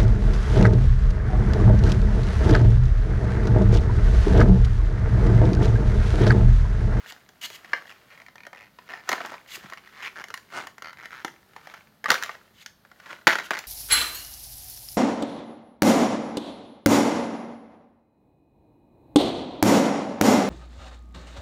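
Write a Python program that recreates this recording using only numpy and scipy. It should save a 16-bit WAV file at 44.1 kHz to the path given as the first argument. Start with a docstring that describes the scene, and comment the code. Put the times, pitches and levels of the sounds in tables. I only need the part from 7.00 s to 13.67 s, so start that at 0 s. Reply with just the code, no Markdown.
"""Gloved hands on a blister pack

Gloved hands work a stiff plastic blister pack open and press it shut again, close by in a small room.
The thin shell buckles in sharp snaps (decaying modes with noise), its tight rim creaks in stick-slip runs
(trains of the same pops), gloves swish over the plastic and the card insert scrapes inside (filtered grains).
Dull thumps of the pack, stray ticks and a soft crinkle under the grip fill in, over a faint steady background.
"""
import sys
import numpy as np
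from scipy import signal
from scipy.fft import rfft, irfft, next_fast_len
from scipy.io import wavfile
from scipy.ndimage import map_coordinates

SR = 44100
rng = np.random.default_rng(int(sys.argv[2]) if len(sys.argv) > 2 else 0)


def inscribe(sig):
    """Save sig as 16-bit PCM at rate SR to the path in sys.argv[1].

    A 1-D sig is mono; a 2-D sig holds one channel per row.
    Samples are clipped to [-1, 1] before scaling.
    """
    pcm = np.round(np.clip(np.atleast_2d(sig).T, -1, 1) * 32767)
    wavfile.write(sys.argv[1], SR, pcm.astype(np.int16))


N = 294147

# dull spectrum of the card insert and the hollow pack: frequency_hz, gain_db
CARD_SPECTRUM = [(41, -52.5), (70, -19), (233, -9), (368, -8), (483, -14), (711, -6.5), (1510, -1),
                 (1650, -5.5), (2120, -9), (3570, -20), (6590, -23.5), (16000, -45)]


def amp(db):
    """Level as a logarithm: decibels to amplitude gain."""
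    return 10 ** (np.asarray(db) / 20)


def unit(x):
    """Power normalisation: scale to rms 1."""
    return x / np.sqrt(np.mean(x ** 2) + 1e-20)


def burst(x):
    """Energy normalisation: scale a short sound to the energy of 1 ms at rms 1."""
    return x / np.sqrt(np.sum(x ** 2) * 1000 / SR + 1e-20)


def along(points, hz):
    """Interpolation of (frequency_hz, value) points on a logarithmic frequency axis."""
    point_hz, values = np.transpose(points)
    return np.interp(np.log(hz + 1), np.log(point_hz), values)


def colour(x, points):
    """Minimum-phase filtering: the folded cepstrum of a gain curve gives a causal response."""
    size = 2 * next_fast_len(len(x) // 2 + 1024)
    gain = amp(along(points, np.fft.rfftfreq(size, 1 / SR)))
    cepstrum = irfft(np.log(gain))
    cepstrum[1:size // 2] *= 2
    cepstrum[size // 2 + 1:] = 0
    response = np.exp(rfft(cepstrum))
    return irfft(rfft(x, size) * response)[:len(x)]


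def fade(t, t60):
    """Exponential damping: a fall of 60 dB in the time t60."""
    return np.exp(-np.log(1000) * t / t60)


def add(track, s, sound):
    """Superposition: mix a sound into the track at time s in seconds."""
    part = track[max(round(s * SR), 0):][:len(sound)]
    part += sound[:len(part)]


def grains(rate, spread_db):
    """Shot noise: random impulses, rate a second on average, of uneven size and either sign, rms 1."""
    sizes = amp(spread_db * np.clip(rng.standard_normal(N), -2, 2)) * rng.choice([-1, 1], N)
    return unit(sizes * (rng.random(N) < rate / SR))


def wobble(rate):
    """Band-limited random modulation: a smooth curve through rate random knots a second."""
    knots = rng.standard_normal(int(N * rate / SR) + 4)
    return map_coordinates(knots, [np.arange(N) * rate / SR])


def background():
    """Stationary noise: a faint steady background of fixed spectrum."""
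    # frequency_hz, gain_db
    quiet_spectrum = [(15, -39), (25, -6.5), (53, -4), (217, 1), (326, -11), (405, -16.5), (1100, -13),
                      (1500, -11.5), (2690, -20.5), (4300, -17), (7920, -34), (14000, -21.5), (16000, -33)]
    return amp(-63.0) * unit(colour(rng.standard_normal(N), quiet_spectrum))


def room(x):
    """Reverberation: desk and walls answer with decaying noise, and the echo pattern drifts as the pack moves."""
    # reverberation of the walls: frequency_hz, t60_s
    wall_decay = [(150, 0.41), (600, 0.31), (2000, 0.22), (6000, 0.3), (15000, 0.32)]
    t = np.arange(N) / SR
    wet = np.zeros(N)
    # a fresh echo every half second; cosine windows crossfade neighbours at equal power
    for s in np.arange(0, N / SR + .5, .5):
        hz, age, bands = signal.stft(rng.standard_normal(SR // 2), SR, nperseg=256)
        bands = bands * fade(age, along(wall_decay, hz)[:, None])
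        tail = signal.istft(bands, SR, nperseg=256)[1]
        age = np.arange(len(tail)) / SR
        desk = rng.standard_normal(len(tail)) * fade(age, 0.056) * (age > .0015)
        tail = tail * (1 - np.exp(-age / 0.0081))
        echo = amp(-9.5) * tail / np.linalg.norm(tail) + amp(-10) * desk / np.linalg.norm(desk)
        near = np.abs(t - s) < .5
        window = np.cos(np.pi * (t[near] - s))
        add(wet, t[near][0], signal.fftconvolve(x[near] * window, echo))
    return wet


def grip():
    """Strain on the shell in dB: the tightest squeeze of the moment prevails."""
    # the fingers squeeze and relax: tightest_s, level_db, tighten_s, relax_s
    squeezes = [(.04, -43, 0.24, 0.26), (.72, -43, 0.4, 0.51), (1.2, -53, 0.9, 0.2), (1.88, -51, 0.23, .2),
                (2.11, -29, 0.062, 0.26), (2.66, -42, 0.4, 0.18), (3.03, -43.5, 0.34, 0.29),
                (3.6, -37.5, .15, 0.1), (4.13, -47, 0.14, 0.45), (4.721, -42.5, 0.28, 0.17),
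                (5.15, -32, .06, 0.22), (5.321, -36.5, 0.091, 0.092), (6.11, -37.5, 0.13, .13),
                (6.32, -24.5, .03, 0.17), (6.56, -37.5, 0.081, 0.24)]
    range_db = 19.5  # rise over the tightening time, fall over the relaxing time
    t = np.arange(N) / SR
    strains = [db - range_db * np.maximum((s - t) / tighten, (t - s) / relax)
               for s, db, tighten, relax in squeezes]
    return np.max(strains, axis=0)


def handling():
    """Friction and micro-buckling under the grip: the card rubs dully, the shell crinkles in small grains."""
    # both spectra: frequency_hz, gain_db
    rub_spectrum = [(50, -23), (110, -5.5), (200, -5.5), (400, 4), (800, 1), (1300, -19), (3000, -16.5)]
    crinkle_spectrum = [(400, -22), (900, -2), (1500, 5.5), (2150, -1.5), (2700, -3), (4500, -11),
                        (7000, -17.5), (8200, -39), (15500, -32)]
    rub_at_45_db, rub_follows = -63.5, 0.23  # rubbing at a grip of -45 dB, and its dB per dB of grip
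    grip_db = grip()
    rub = unit(colour(grains(rate=1500, spread_db=3), rub_spectrum))
    clumps = grains(rate=3000, spread_db=4) * amp(3 * wobble(130))
    crinkle = unit(colour(clumps, crinkle_spectrum))
    rub_db = rub_at_45_db + rub_follows * (grip_db + 45)
    return amp(rub_db) * rub + amp(grip_db - 8) * crinkle


def card():
    """Rough sliding contact: the insert's edge catches in coarse, dull grains; each pull swells and fades."""
    # the edge drags along the shell: start_s, end_s, level_db (peak of the pull, before a 4.5 dB cut)
    scrapes = [(2.067, 2.156, -30), (2.15, 2.404, -41), (2.625, 2.681, -40.5), (3.505, 3.658, -30.5),
               (6.047, 6.168, -39)]
    pull_shape = 1.26  # the higher, the more a pull is gathered in its middle
    t = np.arange(N) / SR
    pulls = np.zeros(N)
    for start, end, db in scrapes:
        done = np.clip((t - start) / (end - start), 0, 1)
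        pulls += amp(db) * np.abs(np.sin(np.pi * done)) ** pull_shape
    return amp(-4.5) * pulls * unit(colour(grains(rate=700, spread_db=4.5), CARD_SPECTRUM))


def slides():
    """Envelope of the sliding friction: a quick touch, a steady swell in dB, a quick release."""
    # a glove slides until it lets go: start_s, end_s, level_db (at the end, before the cut in gloves)
    swishes = [(0.062, 0.104, -42.5), (0.412, 0.458, -31), (0.492, 0.559, -41), (0.862, .91, -57),
               (2.474, 2.559, -34), (5.531, 5.628, -48.5), (6.432, 6.463, -42.5)]
    swell_db_per_s, touch_s, let_go_t60_s = 246, 0.0017, 0.034
    t = np.arange(N) / SR
    strokes = np.zeros(N)
    for start, end, db in swishes:
        swell = amp(db - swell_db_per_s * np.maximum(end - t, 0))
        touch = np.clip((t - start) / touch_s, 0, 1)
        strokes += swell * touch * fade(np.maximum(t - end, 0), let_go_t60_s)
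    return strokes


def gloves():
    """Micro-slip friction: rubber on the shell merges dense slips into a gritty swish with brief squeaks."""
    # frequency_hz, gain_db
    glove_spectrum = [(290, -57), (500, -29), (1260, -16.5), (2160, -3), (2500, -14.5), (2890, -3),
                      (3700, -11.5), (4870, -10), (5390, -16.5), (6610, -11), (9220, -23.5), (14900, -18.5),
                      (16000, -35)]
    creep_at_45_db, creep_follows = -65.5, 0.58  # creeping at a grip of -45 dB, and its dB per dB of grip
    grit = unit(colour(grains(rate=7000, spread_db=3), glove_spectrum))
    squeak_hz = 2850 * np.exp(.2 * wobble(110) + .07 * wobble(1200))
    tone = np.sin(2 * np.pi * np.cumsum(squeak_hz) / SR)
    squeak = unit(tone * wobble(500) * amp(3 * wobble(90)))
    # the hollow pack drones under the sliding glove
    body = unit(colour(grains(rate=1500, spread_db=3), CARD_SPECTRUM))
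    creep = amp(creep_at_45_db + creep_follows * (grip() + 45))
    swish = grit + amp(-3.5) * squeak + amp(-12) * body
    return amp(-1.5) * slides() * swish + creep * grit


def thumps():
    """Heavily damped resonance: air pocket and broad faces give a dull bump that the hands damp at once."""
    # the hollow pack is bumped as a whole: time_s, level_db (before a 1 dB boost), pitch_hz
    bumps = [(2.577, -32.5, 389), (2.645, -29, 176), (4.247, -22, 330), (5.11, -28, 190.3),
             (6.275, -15.5, 278), (6.279, -12, 427), (6.324, -26, 232)]
    track = np.zeros(N)
    t = np.arange(SR // 8) / SR
    envelope = fade(t, 0.018) * (1 - np.exp(-t / 0.0017))
    for s, db, hz in bumps:
        add(track, s, amp(db + 1.0) * np.sin(2 * np.pi * hz * t) * envelope)
    return track


def pop(knock_db, crack_db, hz, life):
    """Snap-through buckling: a panel flips, the shell's modes ring, the pack knocks and the crease cracks.

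    The factor life scales the decays and rises; the knock is raised by 6 dB and the crack by 3 dB.
    """
    # modes of the shell: frequency_hz, level_db (mean of a random spread), t60_s (at life 1)
    shell_modes = [(650, -18, 0.065), (790, -14.5, 0.026), (860, 1, 0.03), (1010, 3, 0.018),
                   (1220, -24.5, 0.017), (1380, -17.5, 0.1), (1473, 2.5, 0.045), (1560, -4, 0.07),
                   (1780, 6.5, 0.048), (1890, 8.5, 0.051), (2075, 0.5, 0.11), (2440, -17.5, 0.023),
                   (2870, -4.5, 0.077), (3110, -10.5, 0.2)]
    # spectra of the three noises: frequency_hz, gain_db
    flex_spectrum = [(400, -26), (900, -1), (1500, 4), (2200, 4), (2700, -9), (3200, -9.5), (5200, -11.5),
                     (7000, -29.5), (12000, -48.5)]
    knock_spectrum = [(40, -24.5), (110, -19.5), (250, -9), (450, 0.5), (800, 3), (1200, -1), (2500, -27.5),
                      (6000, -71)]
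    crack_spectrum = [(1200, -25.5), (2600, 1), (3300, 4), (5300, 2), (7000, 0), (8000, -12), (11000, -8.5),
                      (16000, -13)]
    t = np.arange(SR // 20) / SR
    age = t / life
    # a buckle takes a moment to run through
    noise = rng.standard_normal((3, len(t))) * (1 - np.exp(-age / 0.0018))

    tones = np.sin(2 * np.pi * hz * t) + 0.1 * np.sin(2 * np.pi * 1.83 * hz * t)
    panel = burst(tones * fade(age, 0.015) * (1 - np.exp(-age / 0.00035)))
    flex = burst(colour(noise[0] * fade(age, 0.012), flex_spectrum))
    modes = np.zeros(len(t))
    for mode_hz, db, t60 in shell_modes:
        size = amp(db + rng.normal(0, 2.1)) * rng.choice([-1, 1])
        modes += size * np.sin(2 * np.pi * mode_hz * t) * fade(age, t60)
    ring = burst(panel + amp(-2.0) * flex + amp(-4.5) * burst(modes))

    knock = burst(colour(noise[1] * fade(age, 0.03), knock_spectrum))
    # the instant at which the crease gives way
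    tick = np.arange(len(t)) == int(life * rng.uniform(.0003, .002) * SR)
    tearing = burst(noise[2] * fade(age, 0.012)) + amp(-4.5) * burst(1. * tick)
    crack = burst(colour(tearing, crack_spectrum))
    return ring + amp(knock_db + 6) * knock + amp(crack_db + 3.0) * crack


def ticks():
    """Random small buckles: a dozen creases of the strained shell give way, louder the tighter the grip."""
    ticks_per_s, above_grip_db, spread_db = 20, 6, 4.5
    track, grip_db = np.zeros(N), grip()
    creases = [pop(knock_db=-16, crack_db=-23.5, hz=1810 * np.exp(0.31 * detune), life=0.41)
               for detune in rng.uniform(-0.85, 1, size=12)]
    # one tick at a random moment of each time slot
    for k, (when, size, which) in enumerate(rng.random((int(ticks_per_s * N / SR), 3))):
        s = (k + when) / ticks_per_s
        db = grip_db[min(int(s * SR), N - 1)] + above_grip_db + spread_db * (2 * size - 1)
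        add(track, s, amp(db) * creases[int(which * len(creases))])
    return track


def creaks():
    """Stick-slip friction: runs of slips along the rim; the more even a run, the more alike its slips."""
    # start_s, end_s, slips_per_s (mid-run), level_db (mid-run, before the arch and a 2.5 dB cut),
    # growth_db (over the run), knock_db (re ring, before the boost in pop), pitch_hz, unevenness (0-1)
    runs = [(0.739, 0.805, 137, -39.5, -15, -13.5, 1900, 0.29),
            (0.87, 0.924, 147, -38, 8, -18.5, 2120, 0.45), (1.104, 1.155, 277, -46, -4.5, -17, 1980, 0.24),
            (1.176, 1.239, 50, -38.5, 0, -13, 2098, 0.13), (1.381, 1.453, 45, -37.5, 2, -15.5, 2254, 0.19),
            (1.548, 1.68, 102, -42, -11, -14, 2100, .35), (1.89, 2.013, 183, -38.5, -10, -12, 1895, 0.34),
            (2.774, 2.787, 225, -38, -8, -30, 2110, 0.2), (2.928, 3.031, 155, -40.5, 7, -17, 1907, .25),
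            (3.025, 3.08, 240, -28, 1, -30, 2349, .4), (3.158, 3.22, 156, -32, 3, -13, 1670, .2),
            (3.527, 3.65, 216, -39, -8, -17, 1389, .35), (3.845, 3.912, 84, -32, -5.5, -23, 1350, .05),
            (3.972, 4.055, 122, -37, 1, -18, 1700, 0.3), (4.107, 4.221, 140, -37, -6.5, -34, 1670, 0.2),
            (5.084, 5.131, 330, -20, 4.5, -21, 1422, .35), (6.277, 6.34, 167, -16, -10, -20.5, 1788, .3),
            (6.513, 6.583, 130, -22.5, -8.5, -20, 1940, .4)]
    speedup = .15  # share by which the slips quicken over a run
    arch_db = 1.5  # a run is lifted in its middle
    crack_db = -17  # relative to the ring, before the boost in pop
    track = np.zeros(N)
    for start, end, rate, db, growth_db, knock_db, hz, uneven in runs:
        # the faster the slips, the tighter the grip that damps them
        life = np.clip(60 / rate + uneven / 2, .25, 1)
        spot = pop(knock_db, crack_db, hz, life)
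        fresh = np.clip(.15 + 2 * uneven, 0, 1)  # share of energy that is new in each slip
        s = start
        for gap, size, detune in rng.standard_normal((64, 3)):
            done = (s - start) / (end - start)
            if done > 1:
                break
            new_spot = pop(knock_db, crack_db, hz * np.exp(.5 * uneven * detune), life)
            slip = np.sqrt(1 - fresh) * spot + np.sqrt(fresh) * new_spot
            level_db = db + growth_db * (done - .5) + arch_db * np.sin(np.pi * done)
            add(track, s, amp(level_db - 2.5 + 4.5 * uneven * size) * slip)
            s += np.exp(uneven * gap) / (rate * (1 + speedup * (done - .5)))
    return track


def snaps():
    """Snap-through instability: single buckles, from small ticks to the rim popping open and shut."""
    # the shell buckles or is knocked: time_s, level_db (of the ring, before a 3 dB cut),
    # knock_db and crack_db (re ring, before the boosts in pop), pitch_hz (of the panel)
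    buckles = [(0.108, -31.5, -33, -13, 1450), (.122, -34.5, -7.5, -1, 1470),
               (.290, -40.5, -9.5, -4.5, 1530), (0.501, -32, -8.5, -5, 2350), (0.646, -31, -17, -19, 1860),
               (0.7328, -5.5, -18.5, -46, 1620), (1.2635, -34.5, -32, -15.5, 2300),
               (1.284, -34, -16, -29, 2050), (1.356, -32.5, -13.5, -13.5, 918),
               (1.467, -28.5, -9, -12.5, 1558), (1.530, -31.5, -7, -16, 2152), (1.787, -32, -14, -20, 1040),
               (1.936, -21, -16, -33, 1890), (2.0907, -12.5, -9, -6, 1836), (2.116, -14, -11.5, -12, 2140),
               (2.128, -10.5, -10, -13.5, 2090), (2.18, -25, -8.5, -29, 1720),
               (2.205, -20.5, -7.5, -31, 1560), (2.249, -20, -17, -33, 870), (2.2595, -30.5, -8, -4, 1020),
               (2.319, -30, -2.5, -15, 1080), (2.340, -25, -11.5, -31, 960), (2.699, -32.5, -18, -8, 1460),
               (2.723, -24.5, -16, -25, 1088), (2.734, -25.5, -29, -15.5, 1790),
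               (2.874, -34.5, -27, -19, 1890), (3.240, -24, -16, -11.5, 1998), (3.284, -34, -15, -8, 1440),
               (3.303, -26.5, -14.5, -12.5, 1380), (3.3406, -18.5, -35, -10.5, 1820),
               (3.375, -28.5, -19, -10, 1750), (3.670, -24.5, -17, -10.5, 1900),
               (3.781, -30.5, -17, -13.5, 1383), (3.8218, -24.5, -17, -12.5, 1360),
               (3.930, -31.5, -29, -14, 1420), (4.056, -25, -20, -14.5, 1873),
               (4.129, -26.5, -30, -35, 1550), (4.247, -18.5, -9.5, -8.5, 1340),
               (4.280, -26.5, -24, -16, 1700), (4.563, -28.5, -11, -16.5, 1040),
               (4.671, -31, -8, -11.5, 1850), (4.739, -30, -11, -14.5, 1407),
               (5.042, -18.5, -16, -14.5, 1764), (5.058, -11, -22, -23.5, 1198),
               (5.103, -0.5, -17, -9, 1489), (5.116, -9.5, -11.5, -6.5, 1260),
               (5.142, -13, -18, -9.5, 1340), (5.154, -13.5, -22, -28, 1640),
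               (5.225, -15.5, -37, -13.5, 1457), (5.235, -17, -23, -7, 1414),
               (5.260, -26.5, -11, -11, 1246), (5.293, -19, -15.5, -25, 1190), (5.661, -28, -33, -3, 1710),
               (5.850, -39, -13, -20, 1580), (5.915, -37, -12.5, -16, 1440), (6.000, -35.5, -35, -14, 1480),
               (6.270, 4, -19.5, -18.5, 1606), (6.276, 1, -27, -14.5, 1566),
               (6.3545, -10.5, -17.5, -20.5, 1419), (6.3858, -16, -22, -17, 1439),
               (6.398, -20.5, -14, -15.5, 2130), (6.507, -10.5, -7.5, -15, 1680),
               (6.589, -29, -12, 3, 2390)]
    track = np.zeros(N)
    for s, db, knock_db, crack_db, hz in buckles:
        add(track, s, amp(db - 3) * pop(knock_db, crack_db, hz, life=1))
    return track


def scene():
    """Superposition of pack, room and background; a high-pass keeps deep bass out of the pack's sounds."""
    pack = snaps() + thumps() + creaks() + ticks() + gloves() + card() + handling()
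    low_cut = signal.butter(3, 127, "highpass", fs=SR, output="sos")
    pack = signal.sosfilt(low_cut, pack)
    return (pack + room(pack) + background())[None]


def record(dry):
    """Soft saturation and band-limiting: peaks are rounded off, rumble and the extreme treble removed."""
    top_hz = 16200
    held = dry / (1 + (dry / .9) ** 6) ** (1 / 6)
    held = signal.sosfilt(signal.butter(2, 45, "highpass", fs=SR, output="sos"), held)
    size = next_fast_len(N + SR // 2)
    passed = np.fft.rfftfreq(size, 1 / SR) < top_hz
    return irfft(rfft(held, size) * passed, size)[:, :N]


dry = scene()
out = record(dry)
inscribe(out)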